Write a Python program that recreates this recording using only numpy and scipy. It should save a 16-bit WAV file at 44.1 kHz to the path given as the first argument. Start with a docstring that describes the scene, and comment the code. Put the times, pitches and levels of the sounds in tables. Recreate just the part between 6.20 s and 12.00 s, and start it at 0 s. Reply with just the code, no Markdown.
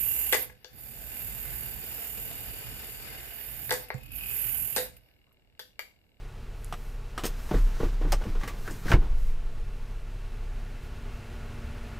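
"""In a large showroom, a rear seatback is folded down inside a car that stands with its doors open.
A sleeve swishes and a hand taps the plastic lever; the latch lets go, the headrest flops and bounces,
the hinge squeaks by stick-slip, and the seatback lands on its cushion and shudders on its springs.
Each impact excites the damped modes of a part and the echoes of the cabin; sliding upholstery hisses.
The hall's ventilation grows louder as the listener backs out through the door."""
import sys
import numpy as np
from scipy import signal
from scipy.fft import rfft, irfft, next_fast_len
from scipy.io import wavfile
from scipy.ndimage import uniform_filter1d

SR = 44100
rng = np.random.default_rng(int(sys.argv[2]) if len(sys.argv) > 2 else 0)


def store_wav(level_fs):
    """Save 16-bit WAV to argv[1]."""
    pcm = np.round(np.clip(np.atleast_2d(level_fs), -1, 1) * 32767)
    wavfile.write(sys.argv[1], SR, pcm.T.astype(np.int16))


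N = 255716
TIME = np.arange(N) / SR
RELEASE_S, LANDING_S = 1.12, 2.644  # the seatback swings between these times


def amp(db):
    """Amplitude ratio of a level in decibels."""
    return 10 ** (np.asarray(db) / 20)


def unit_rms(x):
    """Normalisation to rms 1."""
    return x / np.sqrt(np.mean(x ** 2) + 1e-20)


def curve_at(points, hz):
    """Interpolation on a logarithmic frequency axis."""
    f, value = np.transpose(points)
    return np.interp(np.log(hz + 1), np.log(f + 1), value)


def add(mix, s, sound):
    """Superposition: a sound joins the mix at time s."""
    part = mix[round(s * SR):][:len(sound)]
    part += sound[:len(part)]


def coloured(x, spectrum, peaks=()):
    """Spectral shaping by a broad curve and narrow resonance peaks, at rms 1."""
    hz = np.fft.rfftfreq(len(x), 1 / SR)
    peaks_db = sum(boost / (1 + (2 * (hz - centre) / width) ** 2) for centre, width, boost in peaks)
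    return unit_rms(irfft(rfft(x) * amp(curve_at(spectrum, hz) + peaks_db), len(x)))


def drift(rate_hz, size=N):
    """Random modulation: low-passed noise of rms about 1."""
    n = next_fast_len(size)
    low_pass = np.exp(-(np.fft.rfftfreq(n, 1 / SR) / rate_hz) ** 2)
    return unit_rms(irfft(rfft(rng.standard_normal(n)) * low_pass, n))[:size]


def swing(rise_s, fade_s):
    """Envelope of the swing: exponential growth until release, exponential decay after landing."""
    return np.exp(-np.maximum(RELEASE_S - TIME, 0) / rise_s - np.maximum(TIME - LANDING_S, 0) / fade_s)


def emphasis(hz, tilt_db, focus_hz, focus_db=5.5, focus_octaves=0.33):
    """Excitation in dB: a blow's hardness tilts the spectrum, and its striking point lifts one band."""
    hz = np.maximum(hz, 100)
    slope = tilt_db * np.log2(hz / 1000)
    return slope + focus_db * np.exp(-(np.log2(hz / focus_hz) / focus_octaves) ** 2)


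def minimum_phase(x, spectrum, tilt_db, focus_hz, size=8192):
    """Causal filtering: a blow is coloured without sounding before its onset."""
    hz = abs(np.fft.fftfreq(size, 1 / SR))
    gain_db = np.maximum(curve_at(spectrum, hz) + emphasis(hz, tilt_db, focus_hz), -90)
    response = np.fft.ifft(np.exp(np.conj(signal.hilbert(np.log(amp(gain_db)))))).real
    return signal.fftconvolve(x, response[:size // 2])[:len(x)]


# reverberation time of the upholstered cabin: (frequency [Hz], t60 [s])
CABIN_T60 = [(100, 0.33), (300, 0.14), (1000, 0.12), (3000, 0.15), (8000, 0.15), (15000, 0.15)]
def echoes(t, ring):
    """Diffuse reverberation of energy 1: the bass lasts longest, and ring scales the decay times."""
    hz, frame_s, bands = signal.stft(rng.choice([-1., 1.], len(t)), SR, nperseg=128)
    fall_db = -60 * frame_s / (curve_at(CABIN_T60, hz)[:, None] * max(ring, .1))
    tail = signal.istft(bands * amp(fall_db), SR)[1][:len(t)]
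    return tail / np.linalg.norm(tail)


def impacts(rows, spectrum, modes, direct, rise_s, modes_db, gain_db):
    """Impact response: a direct crack, its cabin echoes and the damped modes of the struck part."""
    out, t = np.zeros(N), np.arange(16384) / SR
    for s, db, tilt_db, ring, focus_hz in rows:
        crack = echoes(t, ring)
        crack[0] += direct
        ringing = np.zeros(len(t))
        for hz, mode_db, t60 in modes:
            decay = amp(mode_db + emphasis(hz, tilt_db, focus_hz) - 60 * t / t60)
            polarity, detune = rng.choice([-1, 1]), 1 + rng.normal() / 400
            ringing += polarity * decay * np.sin(2 * np.pi * hz * detune * t)
        sound = unit_rms(minimum_phase(crack, spectrum, tilt_db, focus_hz))
        sound += amp(modes_db) * unit_rms(ringing)
        sound *= 1 - np.exp(-t / (rise_s * ring ** 2))  # loose, long blows build up more slowly
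        sound *= np.sqrt(.016 * SR) / np.linalg.norm(sound)  # the energy of 16 ms at rms 1
        add(out, s, amp(db + gain_db) * sound)
    return out


# ventilation spectra in the car and at its door: (frequency [Hz], relative level [dB])
VENT_INSIDE = [(29, -47), (50, 4.5), (65, -18.5), (103, -12.5), (150, -19.5), (230, -20), (303, -28),
               (420, -21), (530, -30.5), (800, -30), (1500, -32), (2800, -35), (3400, -38.5),
               (15500, -53.5)]
VENT_OUTSIDE = [(29, -9), (50, 5.5), (103, -3), (175, -12.5), (238, -12.5), (290, -17.5), (420, -16.5),
                (530, -25), (700, -21.5), (1100, -23.5), (1500, -21.5), (2800, -25.5), (3400, -30.5),
                (15500, -46.5)]
# cavity resonances of the cabin: (frequency [Hz], bandwidth [Hz], boost [dB])
CABIN_RESONANCES = [(360, 9.8, 5.5), (446, 18, 4.5), (689, 69, 5), (871, 27, 7), (1120, 32, 6.5),
                    (1330, 26, 4.5), (1443, 38, 5.5), (2650, 76, 4), (4040, 82, 3.5)]
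# machine hum, deepest partial first: (frequency [Hz], level inside [dB], level outside [dB])
HUM_PARTIALS = [(31.3, -40, -48), (66, -54, -56), (99.9, -51.5, -46.5), (133.9, -55, -53),
                (233.2, -64.5, -50), (404.5, -75.5, -62.5), (470.5, -65.5, -63.5), (584, -70, -59.5)]
def ventilation(door_s=4.73, crossing_s=0.33, swell_s=4.13, swell_width_s=0.93, swell_db=5.5):
    """Acoustic shielding: the car body screens air noise and hum less as the listener leaves it."""
    outside = 1 / (1 + np.exp((door_s - TIME) / crossing_s))
    air_in = amp(-46) * coloured(rng.standard_normal(N), VENT_INSIDE, CABIN_RESONANCES)
    air_out = amp(-41.5) * coloured(rng.standard_normal(N), VENT_OUTSIDE, CABIN_RESONANCES)
    air = np.sqrt(1 - outside) * air_in + np.sqrt(outside) * air_out
    hum = []
    for hz, in_db, out_db in HUM_PARTIALS:
        gain = amp(in_db + (out_db - in_db) * outside - 0.42 * drift(6.1))
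        phase_waver = 0.6 * np.sqrt(hz / 50) * drift(3.66)
        hum.append(gain * unit_rms(np.sin(2 * np.pi * hz * TIME + phase_waver)))
    swell = np.exp(-((TIME - swell_s) / swell_width_s) ** 2)
    hum[0] *= amp(swell_db * swell + 2.0 * drift(3.9))  # the deepest partial swells on the way out
    return air * amp(0.31 * drift(17.0)) + sum(hum)


# spectrum of the low air motion: (frequency [Hz], relative level [dB])
RUMBLE_SPECTRUM = [(8, -5), (22, 5.5), (33, 1.5), (50, -17), (80, -24), (200, -37.5), (600, -84)]
def rumble(hall_db=-44, sway_db=-34, heave_db=-27, heave_fade_s=0.46):
    """Incoherent sources add in power: hall rumble, air swayed by the seat, the car rocked on landing."""
    since = TIME - LANDING_S
    heave = amp(heave_db) * (since > 0) * np.exp(-abs(since) / heave_fade_s)
    sway = amp(sway_db) * swing(rise_s=0.092, fade_s=0.35)
    gain = np.sqrt(amp(hall_db) ** 2 + sway ** 2 + heave ** 2)
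    return uniform_filter1d(gain, size=1024) * coloured(rng.standard_normal(N), RUMBLE_SPECTRUM)


# strokes of the sleeve: (time [s], duration [s], level [dB])
SLEEVE_STROKES = [(0.261, 0.62, -62.5), (1.06, 0.54, -57), (2.277, 0.48, -57), (2.903, 0.28, -61),
                  (4.604, .09, -66)]
# their spectrum: (frequency [Hz], relative level [dB])
SLEEVE_SPECTRUM = [(1000, -36), (4000, 1), (7000, 2), (10000, -0.5), (13000, 4), (15500, -4.5)]
def sleeve_swishes():
    """Friction noise: fabric brushes past in short, airy strokes."""
    out = np.zeros(N)
    for s, length, db in SLEEVE_STROKES:
        stroke = signal.windows.tukey(round(length * SR), .8)
        add(out, s, amp(db) * stroke * coloured(rng.standard_normal(len(stroke)), SLEEVE_SPECTRUM))
    return out


# the hand reaches the seat: (time [s], level [dB], centre frequency [Hz], t60 [s])
HAND_TICK = [(0.4455, -26.5, 9640, 0.0035)]
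def hand_tick(spread=0.22, rise_s=0.00016, echo_db=-9):
    """Heavy damping: three high partials die within milliseconds, a snap with faint cabin echoes."""
    out, t = np.zeros(N), np.arange(4096) / SR
    for s, db, hz, t60 in HAND_TICK:
        partials = sum(np.sin(2 * np.pi * hz * (1 + spread * k) * t) / (1 + abs(k)) for k in (-1, 0, 1))
        snap = amp(db - 60 * t / t60) * partials * (1 - np.exp(-t / rise_s))
        add(out, s, snap + amp(echo_db) * signal.fftconvolve(snap, echoes(t, 0.49))[:len(t)])
    return out


# taps on the lever: (time [s], relative level [dB], tilt [dB/octave], ring [ratio], focus [Hz])
LEVER_TAPS = [(.5252, -40.5, 2.5, 0.59, 740), (.539, -45.5, 0, 0.49, 2200), (.978, -37, 2, 0.5, 1200),
              (.992, -43.5, 2.5, 1.5, 330)]
# their spectrum: (frequency [Hz], relative level [dB])
LEVER_SPECTRUM = [(120, 3), (250, -4), (500, -5), (700, -5), (900, -6), (1230, -2.5), (1700, -11),
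                  (2200, -13), (3400, -16), (4700, -25), (8000, -28.5), (15500, -39)]
# modes of the lever: (frequency [Hz], relative level [dB], t60 [s])
LEVER_RESONANCES = [(716, -5, .06), (1235, 0, .04), (1410, -13, .04), (2900, -12, .04), (3600, -19, .03),
                    (5650, -21, .05), (7920, -25, .1)]
def lever():
    """Shell resonance: the hollow plastic release lever rings briefly under each tap."""
    return impacts(LEVER_TAPS, LEVER_SPECTRUM, LEVER_RESONANCES,
                   direct=0.11, rise_s=0.00023, modes_db=-1, gain_db=5)


# latch and hinge lock: (time [s], relative level [dB], tilt [dB/octave], ring [ratio], focus [Hz])
LATCH_CLACKS = [(1.036, -38, 1, 1.3, 3550), (1.043, -40, -0.5, 0.47, 3600), (1.053, -38, 5, 0.59, 560),
                (1.063, -39.5, 3, 0.63, 12600), (1.921, -34, 2, 0.38, 4730),
                (1.9265, -31.5, -0.5, 0.73, 750), (1.934, -31.5, -5.5, 0.46, 1070),
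                (2.038, -48.5, -1.5, 1.1, 2650), (2.508, -50, 2.5, 0.81, 7400)]
# their spectrum: (frequency [Hz], relative level [dB])
STEEL_SPECTRUM = [(80, -5), (200, -15), (400, -2.5), (830, -2.5), (1150, -4), (1500, -6.5), (1750, -9.5),
                  (3050, -10.5), (3800, -16.5), (5100, -14.5), (7000, -17), (8600, -16.5), (11200, -26),
                  (13200, -19), (15500, -29)]
# modes of the steel parts: (frequency [Hz], relative level [dB], t60 [s])
STEEL_MODES = [(575, 4, 0.078), (745, 5.5, 0.036), (1180, 4, 0.055), (1830, 0, 0.12), (5240, -6, 0.097),
               (6400, -11, 0.057), (6400, -7.5, 0.11), (8350, -7, .1), (8800, -18, 0.15), (9700, -24, .09)]
def latch():
    """Hard contact: brief blows in the steel latch and hinge lock excite modes far into the treble."""
    return impacts(LATCH_CLACKS, STEEL_SPECTRUM, STEEL_MODES,
                   direct=0.22, rise_s=0.00019, modes_db=-7.5, gain_db=3.5)


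# blows of the seatback: (time [s], relative level [dB], tilt [dB/octave], ring [ratio], focus [Hz])
SEATBACK_THUDS = [(1.036, -37, -4.5, 1.1, 280), (1.053, -35.5, -3, 0.66, 520), (2.149, -43, 1, 1.25, 350),
                  (2.476, -42, -1, 1.7, 350), (2.507, -43, -4.5, 1.4, 260), (2.657, -37.5, -4.5, 0.88, 240),
                  (2.705, -36, -1.5, 0.5, 340), (2.738, -26.5, -1.5, 0.9, 348), (2.81, -40.5, 0, 2.9, 130)]
# their spectrum: (frequency [Hz], relative level [dB])
PADDED_SPECTRUM = [(50, -29.5), (90, 1), (160, -4.5), (250, -4), (350, -0.5), (480, -0.5), (620, -21),
                   (780, -6.5), (1000, -8.5), (1480, -14), (2500, -21), (3400, -23), (9000, -45),
                   (15000, -44)]
# modes of the padded seat: (frequency [Hz], relative level [dB], t60 [s])
PADDED_MODES = [(139.8, -3.5, 0.22), (202.6, 1, 0.1), (312, -3, 0.14), (344, 0.5, 0.06), (456, 13, 0.035),
                (606, -1.5, 0.091), (732, -5, 0.064), (1115, -12.5, 0.074), (1467, -7, 0.14)]
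def padded_thuds():
    """Soft contact: padding lengthens the blows of seatback and headrest, so low modes dominate."""
    return impacts(headrest_knocks() + SEATBACK_THUDS, PADDED_SPECTRUM, PADDED_MODES,
                   direct=0.87, rise_s=0.0016, modes_db=-2, gain_db=4)


# leather drags as the headrest folds and the cushions meet: (peak time [s], duration [s], level [dB])
LEATHER_DRAGS = [(1.196, 0.13, -56.5), (1.363, 0.44, -48), (1.634, 0.26, -42.5), (2.24, 0.25, -49.5),
                 (2.506, 0.27, -47.5), (2.698, 0.18, -38)]
# spectrum of the rubbing: (frequency [Hz], relative level [dB])
LEATHER_SPECTRUM = [(150, 14.5), (500, 5), (1500, 5), (3000, -3), (6000, -6), (10000, -13.5), (13500, -13),
                    (15500, -14)]
def upholstery_rub(slide_db=-51.5, catches_per_s=900, catch_gain=1.7, flutter_db=2.2):
    """Sliding friction: upholstery hisses through the swing, with tiny catches and short swells."""
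    power = (amp(slide_db) * swing(rise_s=0.21, fade_s=0.27)) ** 2
    for s, length, db in LEATHER_DRAGS:
        add(power, s - length / 2, (amp(db) * np.hanning(round(length * SR))) ** 2)
    catches = (rng.random(N) < catches_per_s / SR) * rng.exponential(1, N) * rng.choice([-1, 1], N)
    gain = np.sqrt(power) * amp(flutter_db * drift(22))
    return gain * coloured(rng.standard_normal(N) + catch_gain * catches, LEATHER_SPECTRUM)


# headrest flops: (time [s], relative level [dB], rebound delay [s], relative rebound level [dB])
HEADREST_FLOPS = [(1.3102, -30.5, 0.031, -30.5), (1.601, -34, 0.03, -30.5), (1.812, -39, .036, -34.5),
                  (2.011, -43.5, 0.043, -37.5)]
def headrest_knocks(loosening=1.18, hollow_hz=720, padded_hz=300):
    """Inelastic bouncing: impact rows of a hollow knock and a padded rebound, looser with each flop."""
    knocks = []
    for k, (s, db, delay_s, rebound_db) in enumerate(HEADREST_FLOPS):
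        ring = 0.98 * loosening ** k
        knocks.append((s, db, -1.5 + k, ring, hollow_hz))  # brighter each time
        knocks.append((s + delay_s, rebound_db, -0.5 - 1.1 * k, ring, padded_hz))  # duller each time
    return knocks


def post_rattle(count=5, length_s=0.066, offset_db=-10.5, tilt_db=-3, ring=0.52, focus_hz=1580):
    """Mechanical play: impact rows of the headrest's posts clicking in their guides at every flop."""
    fractions = (np.arange(count) + rng.random((len(HEADREST_FLOPS), count))) / count
    return [(s + length_s * fraction, db + offset_db, tilt_db, ring, focus_hz)
            for (s, db, _, _), row in zip(HEADREST_FLOPS, fractions) for fraction in row]


# trim panel clicks: (time [s], relative level [dB], tilt [dB/octave], ring [ratio], focus [Hz])
TRIM_CLICKS = [(2.212, -42, -0.5, 0.82, 1900), (2.234, -33, -1.5, 0.81, 1750),
               (2.276, -34.5, 1.5, 1.0, 2150), (2.297, -37.5, -4.5, 1.5, 1180),
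               (2.477, -43, 1.5, 0.36, 1560)]
# their spectrum: (frequency [Hz], relative level [dB])
TRIM_SPECTRUM = [(150, 0.5), (500, -1), (1100, -3.5), (1900, -5), (2800, -10.5), (4500, -14), (8000, -20.5),
                 (15500, -25)]
# modes of the trim: (frequency [Hz], relative level [dB], t60 [s])
TRIM_MODES = [(1151, 11, 0.078), (1570, -10, 0.049), (1880, 10, 0.029), (2240, -5, 0.071), (5600, -10, .08)]
def trim_clicks():
    """Damped vibration: plastic post guides and trim panels click dryly as the seatback swings."""
    return impacts(TRIM_CLICKS + post_rattle(), TRIM_SPECTRUM, TRIM_MODES,
                   direct=0.18, rise_s=0.00048, modes_db=-6, gain_db=-2)


# padding bottoms out under the hardest blows: (time [s], peak level [dB], contact duration [s])
PADDING_BUMPS = [(1.3155, -12.5, 0.0023), (1.3437, -17.5, 0.0019), (1.361, -22, 0.0081),
                 (1.606, -22.5, 0.007), (1.661, -21, 0.009), (1.943, -24.5, 0.0081), (2.067, -21.5, 0.0062),
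                 (2.7073, -13.5, 0.0032), (2.737, -9.5, 0.0099)]
def padding_bumps(echo_db=-7):
    """Air displacement: one smooth pressure pulse with a dull echo, deeper the longer the contact."""
    out, t = np.zeros(N), np.arange(8192) / SR
    for s, db, contact_s in PADDING_BUMPS:
        pulse = -amp(db) * np.sin(np.pi * np.minimum(t / contact_s, 1)) ** 2
        add(out, s, pulse + amp(echo_db) * signal.fftconvolve(pulse, echoes(t, 0.93))[:len(t)])
    return out


# the seat on its springs: (time [s], level [dB], frequency [Hz], t60 [s], step per overtone [dB])
SEAT_SHUDDERS = [(1.339, -15.5, 35.7, 0.45, -15), (1.392, -12.5, 30.4, 0.61, -27),
                 (1.632, -18.5, 31, 1.3, -34), (1.888, -25.5, 33, 1.06, -9),
                 (2.098, -23.5, 25.5, 0.86, -18), (2.751, -12, 45, 0.15, -25),
                 (2.744, -15.5, 17.6, 2.8, -8), (2.935, -16, 41, 0.33, -16)]
def seat_shudder(rise_s=0.0046, uneven_db=2):
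    """Nonlinear stiffness: the seat bounces unevenly on stiffening foam, so its swing has overtones."""
    out, t = np.zeros(N), np.arange(2 * SR) / SR
    for s, db, hz, t60, overtone_db in SEAT_SHUDDERS:
        bounce = sum(amp((k - 1) * overtone_db - 60 * t * np.sqrt(k) / t60)
                     * np.sin(2 * np.pi * k * hz * t) for k in range(1, 5))
        gain = amp(db + uneven_db * drift(9, size=len(t))) * (1 - np.exp(-t / rise_s))
        add(out, s, gain * bounce)
    return out


# squeaks of the hinge: (time [s], duration [s], frequency [Hz], level [dB])
HINGE_SQUEAKS = [(2.435, 0.086, 1563, -51), (2.473, 0.018, 1544, -41.5), (2.681, 0.009, 1680, -36),
                 (2.69, 0.024, 1627, -43)]
def hinge_squeaks(jitter=0.096, chatter=0.43):
    """Stick-slip friction: the hinge sings at an unsteady pitch and strength."""
    out = np.zeros(N)
    for s, length, hz, db in HINGE_SQUEAKS:
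        n = round(length * SR)
        cycles = np.cumsum(hz * (1 + jitter * drift(580, size=n))) / SR
        slips = np.sin(2 * np.pi * cycles) * (1 + chatter * drift(260, size=n))
        add(out, s, amp(db) * unit_rms(slips * signal.windows.tukey(n, .7)))
    return out


# the frame hits its stop: (time [s], relative level [dB], tilt [dB/octave], ring [ratio], focus [Hz])
FRAME_BLOWS = [(2.7172, -19, 1.34, 0.8, 1510), (2.7235, -18.5, -2, 0.85, 1030),
               (2.735, -25, 0.5, 0.46, 2420)]
# their spectrum: (frequency [Hz], relative level [dB])
FRAME_SPECTRUM = [(70, -15), (125, 1.5), (175, -10), (260, -3), (480, -10), (680, 0), (1150, -14),
                  (1520, -7.5), (1850, -11.5), (2450, -15), (3150, -19.5), (4000, -24), (6500, -30.5),
                  (8000, -36.5), (15000, -43)]
# modes of the frame: (frequency [Hz], relative level [dB], t60 [s])
FRAME_MODES = [(345, -3, .09), (690, -7, .09), (1114, -4, .08), (1340, -3, .06), (1470, -3, .055),
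               (1555, 0, .06), (1647, -3, .07), (1706, -3, .07), (2188, -4, .07), (2433, -2, .05),
               (2832, -8, .05)]
def frame_slam():
    """Impulsive excitation: the stop is hard and near, so the frame rings with a strong direct crack."""
    return impacts(FRAME_BLOWS, FRAME_SPECTRUM, FRAME_MODES,
                   direct=0.8, rise_s=0.0001, modes_db=-5, gain_db=-3.5)


def showroom_echo(x, wet_db=-27, ring=9):
    """Coupled rooms: a little of each blow escapes by the open door and returns from the big hall."""
    return amp(wet_db) * signal.fftconvolve(x, echoes(np.arange(SR) / SR, ring))[:N]


def scene(quadrature_db=-31, diffuse_db=-72, hiss_db=-77):
    """Mid-side stereo, almost mono: the channels differ by a slight phase shift, diffuse air and hiss."""
    hits = lever() + trim_clicks() + latch() + padded_thuds() + frame_slam() + padding_bumps()
    mid = (hits + showroom_echo(hits) + seat_shudder() + hinge_squeaks() + hand_tick()
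           + upholstery_rub() + sleeve_swishes() + ventilation() + rumble())
    diffuse_air = amp(diffuse_db) * coloured(rng.standard_normal(N), VENT_OUTSIDE)
    side = amp(quadrature_db) * signal.hilbert(mid).imag + diffuse_air
    return np.array([mid + side, mid - side]) + amp(hiss_db) * rng.standard_normal((2, N))


def record(dry, cutoff_hz=15650):
    """Band limiting: a linear-phase low-pass filter removes the highest treble."""
    low_pass = signal.firwin(511, cutoff_hz, window=("kaiser", 9), fs=SR)
    return signal.oaconvolve(dry, low_pass[None], "same")


dry = scene()
out = record(dry)
store_wav(out)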